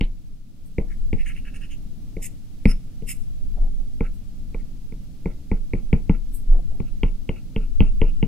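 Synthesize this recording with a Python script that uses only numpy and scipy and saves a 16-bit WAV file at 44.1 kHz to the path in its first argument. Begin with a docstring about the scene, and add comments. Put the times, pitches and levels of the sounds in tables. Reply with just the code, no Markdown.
"""Desk tremor, a low room hum and microphone hiss run throughout, made of shaped noise.
At once a plastic stylus begins to tap a glass tablet, on a desk that also holds a camera close by.
Each tap is a set of fading tones: a click in the glass, a knock in the case and a sway of the desk.
Strokes follow the taps as friction noise; at times skin swishes over the glass, also as noise.
From the middle on, the palm lands softly now and then: a slow rocking of the desk and a dull rub."""
import sys
import numpy as np
from scipy import signal
from scipy.fft import rfft, irfft, next_fast_len
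from scipy.io import wavfile
from scipy.ndimage import map_coordinates

SR = 44100
rng = np.random.default_rng(int(sys.argv[2]) if len(sys.argv) > 2 else 0)


def materialize(psi):
    """Save the field psi as 16-bit PCM at rate SR to the path in sys.argv[1].

    A 1-D psi becomes a single channel; in a 2-D psi each row is a channel.
    """
    bounded = np.clip(np.atleast_2d(psi).T, -1, 1)
    quanta = np.round(bounded * 32767).astype(np.int16)
    wavfile.write(sys.argv[1], SR, quanta)


N = 364707  # length in samples


def amp(db):
    """Turn a level in dB into a factor for the sound wave."""
    return 10 ** (np.asarray(db) / 20)


def unit(x):
    """Scale x to an average strength (rms) of 1."""
    return x / np.sqrt(np.mean(x ** 2) + 1e-20)


def along(points, hz):
    """Read a value between (Hz, value) points, with pitch on a log axis."""
    point_hz, values = np.transpose(points)
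    return np.interp(np.log(hz + 1), np.log(point_hz + 1), values)


def curves(rows):
    """Give one value per sample for each column after the time."""
    seconds, *columns = np.transpose(rows)
    return [np.interp(np.arange(N) / SR, seconds, column) for column in columns]


def wobble(rate):
    """Draw a smooth random curve through rate random points a second."""
    knots = rng.standard_normal(int(N * rate / SR) + 4)
    return map_coordinates(knots, [np.arange(N) * rate / SR])


def filtered(x, response):
    """Multiply each frequency of x by the response at that frequency."""
    m = next_fast_len(N + SR // 2)
    spectrum = rfft(x, m) * response(np.fft.rfftfreq(m, 1 / SR))
    return irfft(spectrum, m)[..., :N]


def shape(points):
    """Make a gain for each frequency from (Hz, dB) points."""
    return lambda hz: amp(along(points, hz))


def noise(gain, alike):
    """Make stereo noise of rms 1: sharing the middle and side parts sets how alike left and right are."""
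    def turn(hz):
        return np.arccos(np.clip(along(alike, hz), -1, 1)) / 2

    def middle_and_side(hz):
        return gain(hz) * [np.cos(turn(hz)), np.sin(turn(hz))]

    mid, side = filtered(rng.standard_normal((2, N)), middle_and_side)
    return unit(np.array([mid + side, mid - side]))


def swept(x, centre_hz, width_hz, skirt):
    """Pass x through a moving resonance at unchanged power; skirt is the gain left far from its peak."""
    hz, t, z = signal.stft(x, SR, nperseg=256)
    at = np.minimum((t * SR).astype(int), N - 1)
    peak = skirt + np.exp(-((hz[:, None] - centre_hz[at]) / (width_hz[at] + 1)) ** 2)
    power = np.mean(abs(z) ** 2, axis=(0, 2))
    peak = peak / np.sqrt(power @ peak ** 2 / power.sum())
    return signal.istft(z * peak, SR, nperseg=256)[1][:, :N]


def swells(start, held, rise, fall):
    """Make one row of gains per movement: a rise in dB per s up to start, a hold in s, a fall in dB per s."""
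    t = np.arange(N // 44 + 2) * 44 / SR - np.reshape(start, (-1, 1))  # steps of about 1 ms
    rising = np.reshape(rise, (-1, 1)) * np.minimum(t, 0)
    falling = fall * np.maximum(t - np.abs(np.reshape(held, (-1, 1))), 0)
    return amp(rising - falling)


def summed(db, gains):
    """Add the power of all movements at their levels and give one gain per sample."""
    total = np.sqrt(amp(db) ** 2 @ gains ** 2)
    return np.interp(np.arange(N) / 44, np.arange(gains.shape[1]), total)


def leading(values, db, gains):
    """Average the movements' values by power, so the loudest movement leads."""
    weight = (amp(db)[:, None] * gains) ** 2 + 1e-30
    mean = values @ weight / weight.sum(axis=0)
    return np.interp(np.arange(N) / 44, np.arange(gains.shape[1]), mean)


# The desk trembles under the arm. Each row: time in seconds, level in dB before a random wobble.
TREMOR_LEVEL = [(0.0, -35.5), (0.55, -38.5), (1.15, -23.5), (2.97, -33.5), (3.78, -21), (4.05, -30),
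                (4.47, -26), (5.27, -35.5), (5.44, -32.5), (6.06, -22.5), (6.4, -32), (6.7, -15.5),
                (6.82, -29.5), (7.6, -29.5), (7.76, -24), (8.27, -22.5)]
# Tone colour of the tremor. Each row: frequency in Hz, relative level in dB per Hz.
TREMOR_COLOUR = [(2, 2), (8, 15), (15, 8.5), (25, 14), (35, -15), (60, -8), (120, -120)]


def desk_tremor():
    """The desk trembles: very low noise whose level wanders."""
    level = amp(curves(TREMOR_LEVEL)[0] + 3.0 * wobble(6))
    return level * noise(shape(TREMOR_COLOUR), [(25, 0.077)])


# The steady background. Each row: time in seconds, hum level in dB before a wobble, hiss level in dB.
BACKGROUND_LEVEL = [(0, -43, -64), (.45, -49.5, -67), (.92, -41.5, -61.5), (4.4, -41.5, -62),
                    (8.27, -40.5, -61)]
# Tone colours of the hum and the hiss. Each row: frequency in Hz, relative level in dB per Hz.
HUM_COLOUR = [(24, -13), (40, -9), (75, -10.5), (205, -16.5), (281, -21), (363, -33.5), (772, -42.5),
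              (969, -56.5), (1200, -50), (1560, -103), (2640, -120)]
HISS_COLOUR = [(530, -46), (900, -2), (1030, -9), (1370, -3), (1580, -7), (2900, -3), (4610, -2.5),
               (9200, -7.5), (12400, -8), (15600, -11.5)]
# How alike the two sides are. Each row: frequency in Hz, likeness (1 is the same, 0 is unrelated).
BACKGROUND_ALIKE = [(60, 0.04), (180, 0.81), (550, 0.34), (1650, 0.32), (4970, 0.028), (15000, 0.051)]


def hum_and_hiss():
    """The room hums as slightly wavering low noise; the microphones hiss as steadier, brighter noise."""
    hum_db, hiss_db = curves(BACKGROUND_LEVEL)
    hum = amp(hum_db + 0.7 * wobble(8.3)) * noise(shape(HUM_COLOUR), BACKGROUND_ALIKE)
    hiss = amp(hiss_db) * noise(shape(HISS_COLOUR), BACKGROUND_ALIKE)
    return hum + hiss


def ring(modes, t, blow, attack, crest, spread=0):
    """A struck body rings in fading tones that crest together, low ones later by spread (s at 70 Hz)."""
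    t = np.maximum(t, 0)
    # blow: (Hz, dB) points of how hard each tone is struck; each tone also varies a little by chance
    chance = rng.normal(0, [2.2, .015, .35], (len(modes), 3))
    tones = 0
    for (hz, db, t60), (more_db, detune, phase) in zip(modes, chance):
        fading = amp(db + along(blow, hz) + more_db - 60 * t / t60)
        since_crest = t - crest - spread * np.sqrt(70 / hz)
        tones = tones + fading * np.cos(2 * np.pi * hz * (1 + detune) * since_crest + phase)
    return tones * (1 - np.exp(-t / attack)) ** 3


# The taps. Each row: time in seconds, then relative levels in dB: click low, click high, click snap,
# knock low, knock middle, knock high, desk sway.
TAP_LIST = [(0.0094, -24, -24.5, -40.5, -22, -28, -41, -7.5), (0.7828, -27.5, -47, -62, -23, -20, -47, -12),
            (1.1295, -25.5, -44, -59, -23.5, -26, -47, -19), (2.1674, -38, -66, -63, -32, -29, -74, -19),
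            (2.655, -15.5, -31, -39.5, -13, -21, -34.5, 0.5),
            (3.022, -53, -61, -69, -38.5, -36.5, -83, -18), (4.007, -30, -49, -61, -22.5, -26, -35.5, -9),
            (4.5453, -34.5, -72, -67, -35.5, -32.5, -45.5, -16.5),
            (4.923, -45, -79, -71, -40.5, -43.5, -57.5, -18.5),
            (5.2575, -30, -70, -58, -24, -24.5, -41, -10), (5.5152, -28, -63, -61, -20, -25.5, -39, -7.5),
            (5.7347, -27.5, -51, -58, -22.5, -24, -42.5, -8),
            (5.929, -22.5, -34.5, -54.5, -15.5, -22, -36.5, -7),
            (6.0951, -26, -37.5, -60, -16, -24, -36, -3), (6.8015, -38, -51, -70, -27, -32, -47, -20),
            (7.0324, -24.5, -24.5, -53, -19, -22.5, -35, -5), (7.2912, -27.5, -30, -80, -25, -24, -40, -15),
            (7.5616, -28.5, -27.5, -68, -27, -26, -39, -9.5),
            (7.8047, -24, -21, -47, -15.5, -19, -32, -3.5), (8.016, -23.5, -25, -57, -21, -19.5, -36, -5),
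            (8.2273, -30.5, -30, -68, -19, -25, -39, -9.5)]
# Tones of the glass, the case and the desk, before chance changes to level and pitch.
# Each row: frequency in Hz, relative level in dB, time to fade by 60 dB in seconds.
GLASS_TONES = [(2084, -13, 0.02), (2256, 5, 0.01), (2750, 1.5, 0.0081), (3054, -5.5, 0.011),
               (3280, -13, 0.01), (3720, -4.5, 0.019), (3900, -24, 0.005), (4550, 7.5, 0.0075),
               (5300, 4, 0.0049), (7800, 21.5, 0.0022), (10600, 4.5, 0.0053)]
CASE_TONES = [(68.6, 3.5, 0.05), (115, -6.5, 0.09), (156.2, -3.5, 0.071), (189.6, -1.5, 0.0559),
              (256.5, -9.5, 0.057), (349, -1, 0.036), (448.7, 0, 0.05), (527, -1.5, 0.028),
              (620, -21, 0.043), (872, 3, 0.016), (1055, -4, 0.014), (1396, -10.5, 0.016)]
DESK_TONES = [(24.7, -8.5, 0.32), (13.6, -25, 0.88)]


def taps():
    """The glass clicks through the air; knock and sway follow through desk and stand."""
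    click, knock = np.zeros(N + SR), np.zeros(N + SR)
    t = np.arange(SR // 2) / SR - 1 / 500  # s, from 2 ms before the tap
    for s, tock_db, tick_db, snap_db, low_db, mid_db, high_db, sway_db in TAP_LIST:
        first = round((s + t[0]) * SR)
        at = slice(first, first + len(t))
        glass_blow = [(2300, tock_db + 7.5), (2600, tick_db + 18.5),
                      (3300, tick_db + 4.0), (3550, snap_db + 11.5)]
        click[at][:2000] -= ring(GLASS_TONES, t[:2000] + 0.000427, glass_blow,
                                 attack=0.00084, crest=0.001497)
        # the panel dents for an instant
        knock[at] -= amp(low_db + 5.0) * np.exp(-((t - .0011) / 0.00065) ** 2)
        case_blow = [(270, low_db + 12.5), (340, mid_db + 7.5), (660, mid_db + 6), (800, high_db + 21.5)]
        knock[at] -= ring(CASE_TONES, t - .0005, case_blow, attack=0.0025, crest=0.002315, spread=0.0019)
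        knock[at] += ring(DESK_TONES, t - .004, [(25, sway_db + 6.5)], attack=0.0082, crest=0.013)
    return click[:N], knock[:N]


SKID_DELAY = 0.0087  # s from a tap to its skid and shudder

# Tone colour of the shuddering case. Each row: frequency in Hz, relative level in dB per Hz.
SHUDDER_COLOUR = [(60, -120), (110, -0.5), (300, -4), (600, -12), (900, -19), (1150, -28), (2000, -120)]


def case_shudder():
    """The case shudders on after a tap: noise 15.5 dB under the middle knock level, falling 236 dB per s."""
    tap_s, mid_db = np.transpose(TAP_LIST)[[0, 5]]
    gain = summed(mid_db - 15.5, swells(tap_s + SKID_DELAY, 0, 4000, 236))
    return gain * noise(shape(SHUDDER_COLOUR), [(400, 0.93)])


RUB_ALIKE = [(1000, 0.98), (10000, 0.47)]  # left-right likeness of all rubbing: (Hz, likeness)

# The strokes. Each row: start of full speed in seconds, hold in seconds, rise in dB per s,
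# scrape level in dB, scrape centre in Hz, scrape width in Hz, rasp level in dB, squeak level in dB,
# tip hiss level in dB, tip hiss centre in Hz. The levels are relative.
STROKE_LIST = [(0.027, 0.015, 893, -50.5, 3480, 800, -66, -80, -84, 8000),
               (0.908, 0.017, 800, -55, 1950, 500, -57.5, -81, -69, 8600),
               (1.195, 0.021, 800, -46.5, 2230, 700, -70, -70, -64, 8650),
               (1.262, 0.047, 1800, -45, 2430, 700, -52.5, -74, -56, 8150),
               (1.365, 0.018, 900, -47.5, 2600, 600, -64, -73, -58, 9190),
               (1.451, 0.036, 1800, -51, 2640, 380, -53.5, -82, -70, 8240),
               (1.547, 0.024, 1000, -52, 2600, 300, -58, -68, -59, 8300),
               (1.618, 0.038, 1400, -53, 2700, 350, -58, -71, -63.5, 8190),
               (1.712, 0.024, 1000, -50.5, 2880, 500, -70, -70, -59, 7300),
               (2.227, 0.036, 1200, -47.5, 2360, 594, -86, -54, -38.5, 7860),
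               (2.7, 0.015, 550, -44.5, 2430, 600, -53.5, -42.5, -42.5, 9500),
               (3.09, 0.025, 1000, -40.5, 2600, 644, -67, -47, -31.5, 8340),
               (3.236, 0.0036, 1500, -76, 2700, 600, -75, -66, -68, 9400),
               (4.055, .006, 500, -52, 2360, 500, -50, -80, -67, 8530),
               (4.6, .006, 500, -63, 2170, 500, -73, -80, -75, 8000),
               (5.312, .006, 500, -63, 2120, 500, -67, -82, -73, 7800),
               (5.555, 0.019, 500, -67, 2260, 500, -67, -82, -80, 8600),
               (5.78, .01, 500, -65, 2320, 500, -68, -82, -77, 8200),
               (5.98, .006, 400, -64, 2440, 500, -67, -82, -74, 8600),
               (6.148, .006, 500, -57.5, 2360, 500, -59.5, -89, -76, 8000),
               (6.874, .006, 500, -61, 2620, 348, -66, -82, -75, 8260),
               (7.078, 0.011, 400, -58.5, 2530, 600, -69, -74, -74, 8500),
               (7.364, 0.014, 400, -53.5, 2570, 300, -63, -78, -74, 8750),
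               (7.625, 0.016, 300, -58, 2620, 352, -62, -84, -76, 9100),
               (7.862, 0.014, 349, -52, 2680, 300, -62, -84, -69, 8560),
               (8.075, 0.021, 350, -52, 2680, 300, -65, -74, -73, 8700)]


def strokes():
    """The rubbing tip makes friction noise in glass and case; it also skids briefly after each tap."""
    (s, held, rise, scrape_db, scrape_hz, width_hz,
     rasp_db, squeak_db, tip_db, tip_hz) = np.transpose(STROKE_LIST)
    # a faint drag, falling at only 160 dB per s, outlasts the stroke
    speed = swells(s, held, rise, 790) + amp(-17.5) * swells(s, held, rise, 160)
    skid = swells(np.transpose(TAP_LIST)[0] + SKID_DELAY, 0, 4000, 520)
    grit = unit(amp(1.5 * wobble(180)))  # the tip catches unevenly
    rubbing = (scrape(speed, skid, scrape_db, scrape_hz, width_hz) + rasp(speed, skid, rasp_db)
               + squeak(speed, squeak_db) + tip_hiss(speed, tip_db, tip_hz))
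    return grit * rubbing


# Tone colour of rubbed glass. Each row: frequency in Hz, relative level in dB per Hz.
SCRAPE_COLOUR = [(1400, -120), (1650, -16.5), (1850, 0.5), (2050, 2), (2250, 2), (2430, -5), (2680, 2.5),
                 (3000, -2.5), (3400, -14), (3800, -11), (4500, -5), (5000, -120)]
# Two scrapes of a skid, following the low and the high click.
# Each row: centre in Hz, level in dB relative to that click.
SKID_SCRAPES = [(2250, -27), (2950, -24.5)]


def scrape(speed, skid, scrape_db, centre_hz, width_hz):
    """Friction sounds the glass: noise through a resonance that moves with strokes and skids."""
    tock_db, tick_db = np.transpose(TAP_LIST)[[1, 2]]
    (low_hz, low_db), (high_hz, high_db) = SKID_SCRAPES
    each = np.ones(len(TAP_LIST))
    rubs = np.r_[speed, skid, skid]
    level_db = np.r_[scrape_db, tock_db + low_db, tick_db + high_db]
    centre_hz = leading(np.r_[centre_hz, low_hz * each, high_hz * each], level_db, rubs)
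    width_hz = leading(np.r_[width_hz, 840 * each, 840 * each], level_db, rubs)
    glass = noise(shape(SCRAPE_COLOUR), RUB_ALIKE)
    return summed(level_db, rubs) * swept(glass, centre_hz, width_hz, skirt=0.08)


# The rasp moves with the place on the screen. Each row: time in seconds, centre in Hz, width in Hz.
RASP_PLACE = [(0, 1720, 280), (2.3, 1800, 279), (2.6, 1450, 400), (6.2, 1350, 300), (6.7, 1360, 180)]


def rasp(speed, skid, rasp_db):
    """Friction excites the case's top modes; after taps the rasp follows the high knock, 20 dB lower."""
    def top_modes(hz):
        return 1 / (1 + ((hz - 1360) / 70) ** 2) + 0.54 / (1 + ((hz - 1740) / 170) ** 4)

    high_db = np.transpose(TAP_LIST)[6]
    gain = summed(np.r_[rasp_db, high_db - 20], np.r_[speed, skid])
    return gain * swept(noise(top_modes, RUB_ALIKE), *curves(RASP_PLACE), skirt=.1)


def squeak(speed, squeak_db):
    """Strokes squeak: noise in one narrow resonance near 5230 Hz."""
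    return summed(squeak_db, speed) * noise(lambda hz: 1 / (1 + ((hz - 5230) / 160) ** 2), RUB_ALIKE)


# Resonances of the stylus tip. Each row: centre in Hz, width in Hz, relative level in dB.
TIP_TONES = [(6370, 120, -0.5), (6820, 260, -4), (8240, 300, -9.5), (9150, 140, -15), (9490, 400, -1.5),
             (10640, 310, -8), (11400, 230, -8.5), (12700, 300, -12)]
# Tone colour of fast strokes. Each row: frequency in Hz, relative level in dB per Hz.
FAST_COLOUR = [(3100, -40), (3550, -27), (4000, -37.5), (5800, -33.5), (6070, -42), (6300, -23.5),
               (6560, -17.5), (8410, -19), (10700, -12.5), (12900, -15), (14900, -29), (15600, -54)]


def tip_hiss(speed, tip_db, tip_hz):
    """Light strokes only ring the tip's resonances; hard ones hiss broadly."""
    def resonances(hz):
        return sum(amp(db) / (1 + ((hz - centre) / width) ** 2) ** 2 for centre, width, db in TIP_TONES)

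    gain = summed(tip_db, speed ** 0.98) * unit(amp(2.5 * wobble(70)))
    hard = 1 / (1 + amp(-47 - leading(tip_db, tip_db, speed)) ** 2)  # share of broad hiss, half at -47 dB
    ringing = np.sqrt(1 - hard) * noise(resonances, RUB_ALIKE)
    broad = np.sqrt(hard) * noise(shape(FAST_COLOUR), RUB_ALIKE)
    centre_hz, width_hz = leading(tip_hz, tip_db, speed), np.full(N, 1040)
    return gain * swept(ringing + broad, centre_hz, width_hz, skirt=0.59)


# How the room's answer dies away. Each row: frequency in Hz, time to fade by 60 dB in seconds.
ROOM_FADE = [(200, 0.23), (2000, 0.18), (10000, 0.02)]


def room(x):
    """The room answers with fading noise; four different answers take turns."""
    hz, t, z = signal.stft(rng.standard_normal((4, 2, SR // 2)), SR, nperseg=256)
    fading = amp(-60 * t / along(ROOM_FADE, hz)[:, None])
    tails = signal.istft(z * fading, SR, nperseg=256)[1]
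    tails = tails / np.linalg.norm(tails[0, 0])
    turns = (np.arange(N) // (SR // 5) % 4 == np.arange(4)[:, None]) * x  # a new answer every 0.2 s
    late = np.pad(turns, ((0, 0), (300, 0)))  # the answer waits 300 samples
    return signal.fftconvolve(late[:, None], tails, axes=2).sum(axis=0)[:, :N]


# Skin slides on the glass. Each row: time of the peak in seconds, relative level in dB.
SWISH_LIST = [(0.664, -59), (4.146, -60), (6.348, -40.5)]
# Tone colour of sliding skin. Each row: frequency in Hz, relative level in dB per Hz.
SKIN_COLOUR = [(4350, -55), (7400, -23), (7780, -5), (8250, 1.5), (9260, -10.5), (9820, -1), (10400, -16),
               (10700, -1.5), (11300, 4), (11800, -21), (12900, 0), (14300, -8), (15600, -21)]


def skin_swish():
    """Skin slides over the glass: bright noise swelling at 900 and fading at 330 dB per s."""
    s, db = np.transpose(SWISH_LIST)
    return summed(db, swells(s, 0, 900, 330)) * noise(shape(SKIN_COLOUR), [(9000, 0.25)])


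# The palm drags. Each row: start of full level in seconds, hold in seconds, level in dB before a wobble.
DRAG_LIST = [(3.575, 0.088, -51), (3.8, 0.011, -55), (6.525, 0.056, -47), (6.712, 0.082, -57)]
# Tone colour of the dragging palm. Each row: frequency in Hz, relative level in dB per Hz.
DRAG_COLOUR = [(80, -120), (200, 3), (350, 0), (550, -4), (760, -0.5), (900, -17.5), (1500, -27),
               (3000, -48), (5000, -120)]


def palm_drag():
    """The palm drags with a dull, uneven rub of low noise."""
    s, held, db = np.transpose(DRAG_LIST)
    gain = summed(db, swells(s, held, 520, 400)) * amp(3.1 * wobble(90))
    return gain * noise(shape(DRAG_COLOUR), [(500, 0.91)])


# The palm lands. Each row: time in seconds, relative sway level in dB, rise in seconds, frequency in Hz.
LANDING_LIST = [(3.621, -8, 0.037, 22.8), (3.81, -19, 0.11, 21.3), (6.53, -2.5, 0.041, 21.7),
                (6.711, -19, 0.011, 21)]


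def palm_landing():
    """The landing palm rocks the desk: a slow tone that swells, then fades by 60 dB in 0.25 s."""
    rock = np.zeros(N)
    for s, db, rise, hz in LANDING_LIST:
        t = np.arange(N) / SR - s
        drop_db = np.where(t < 0, 9.6 * (t / rise) ** 2, 60 * t / 0.25)
        rock -= amp(db - drop_db) * np.cos(2 * np.pi * hz * t)
    return rock * amp([[-.7], [.7]])  # left and right, dB


def scene():
    """Add everything that reaches the two microphones."""
    background = desk_tremor() + hum_and_hiss()
    click, knock = taps()
    rubbing = case_shudder() + strokes() + skin_swish()
    palm = palm_drag() + palm_landing()

    above_sway = filtered(knock, lambda hz: hz ** 2 / (hz ** 2 + 90 ** 2))
    echo = room(amp(-18) * click + amp(-21.0) * rubbing.mean(axis=0) + amp(-17) * above_sway)

    # the screen lies off the microphones' axis, so the right one hears it later
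    lag = .000034  # s

    def apart(hz):
        return np.exp(1j * np.pi * hz * lag * [[1], [-1]])

    screen = filtered((click + rubbing) * amp([[-.6], [.6]]), apart)
    return screen + knock * amp([[.3], [-.3]]) + palm + echo + background


def record(dry):
    """The camera rounds off the hardest blows and keeps nothing above its band limit."""
    soft = dry / (1 + abs(dry / .88) ** 4) ** .25
    return filtered(soft, lambda hz: hz < 15750)  # Hz


dry = scene()
out = record(dry)
materialize(out)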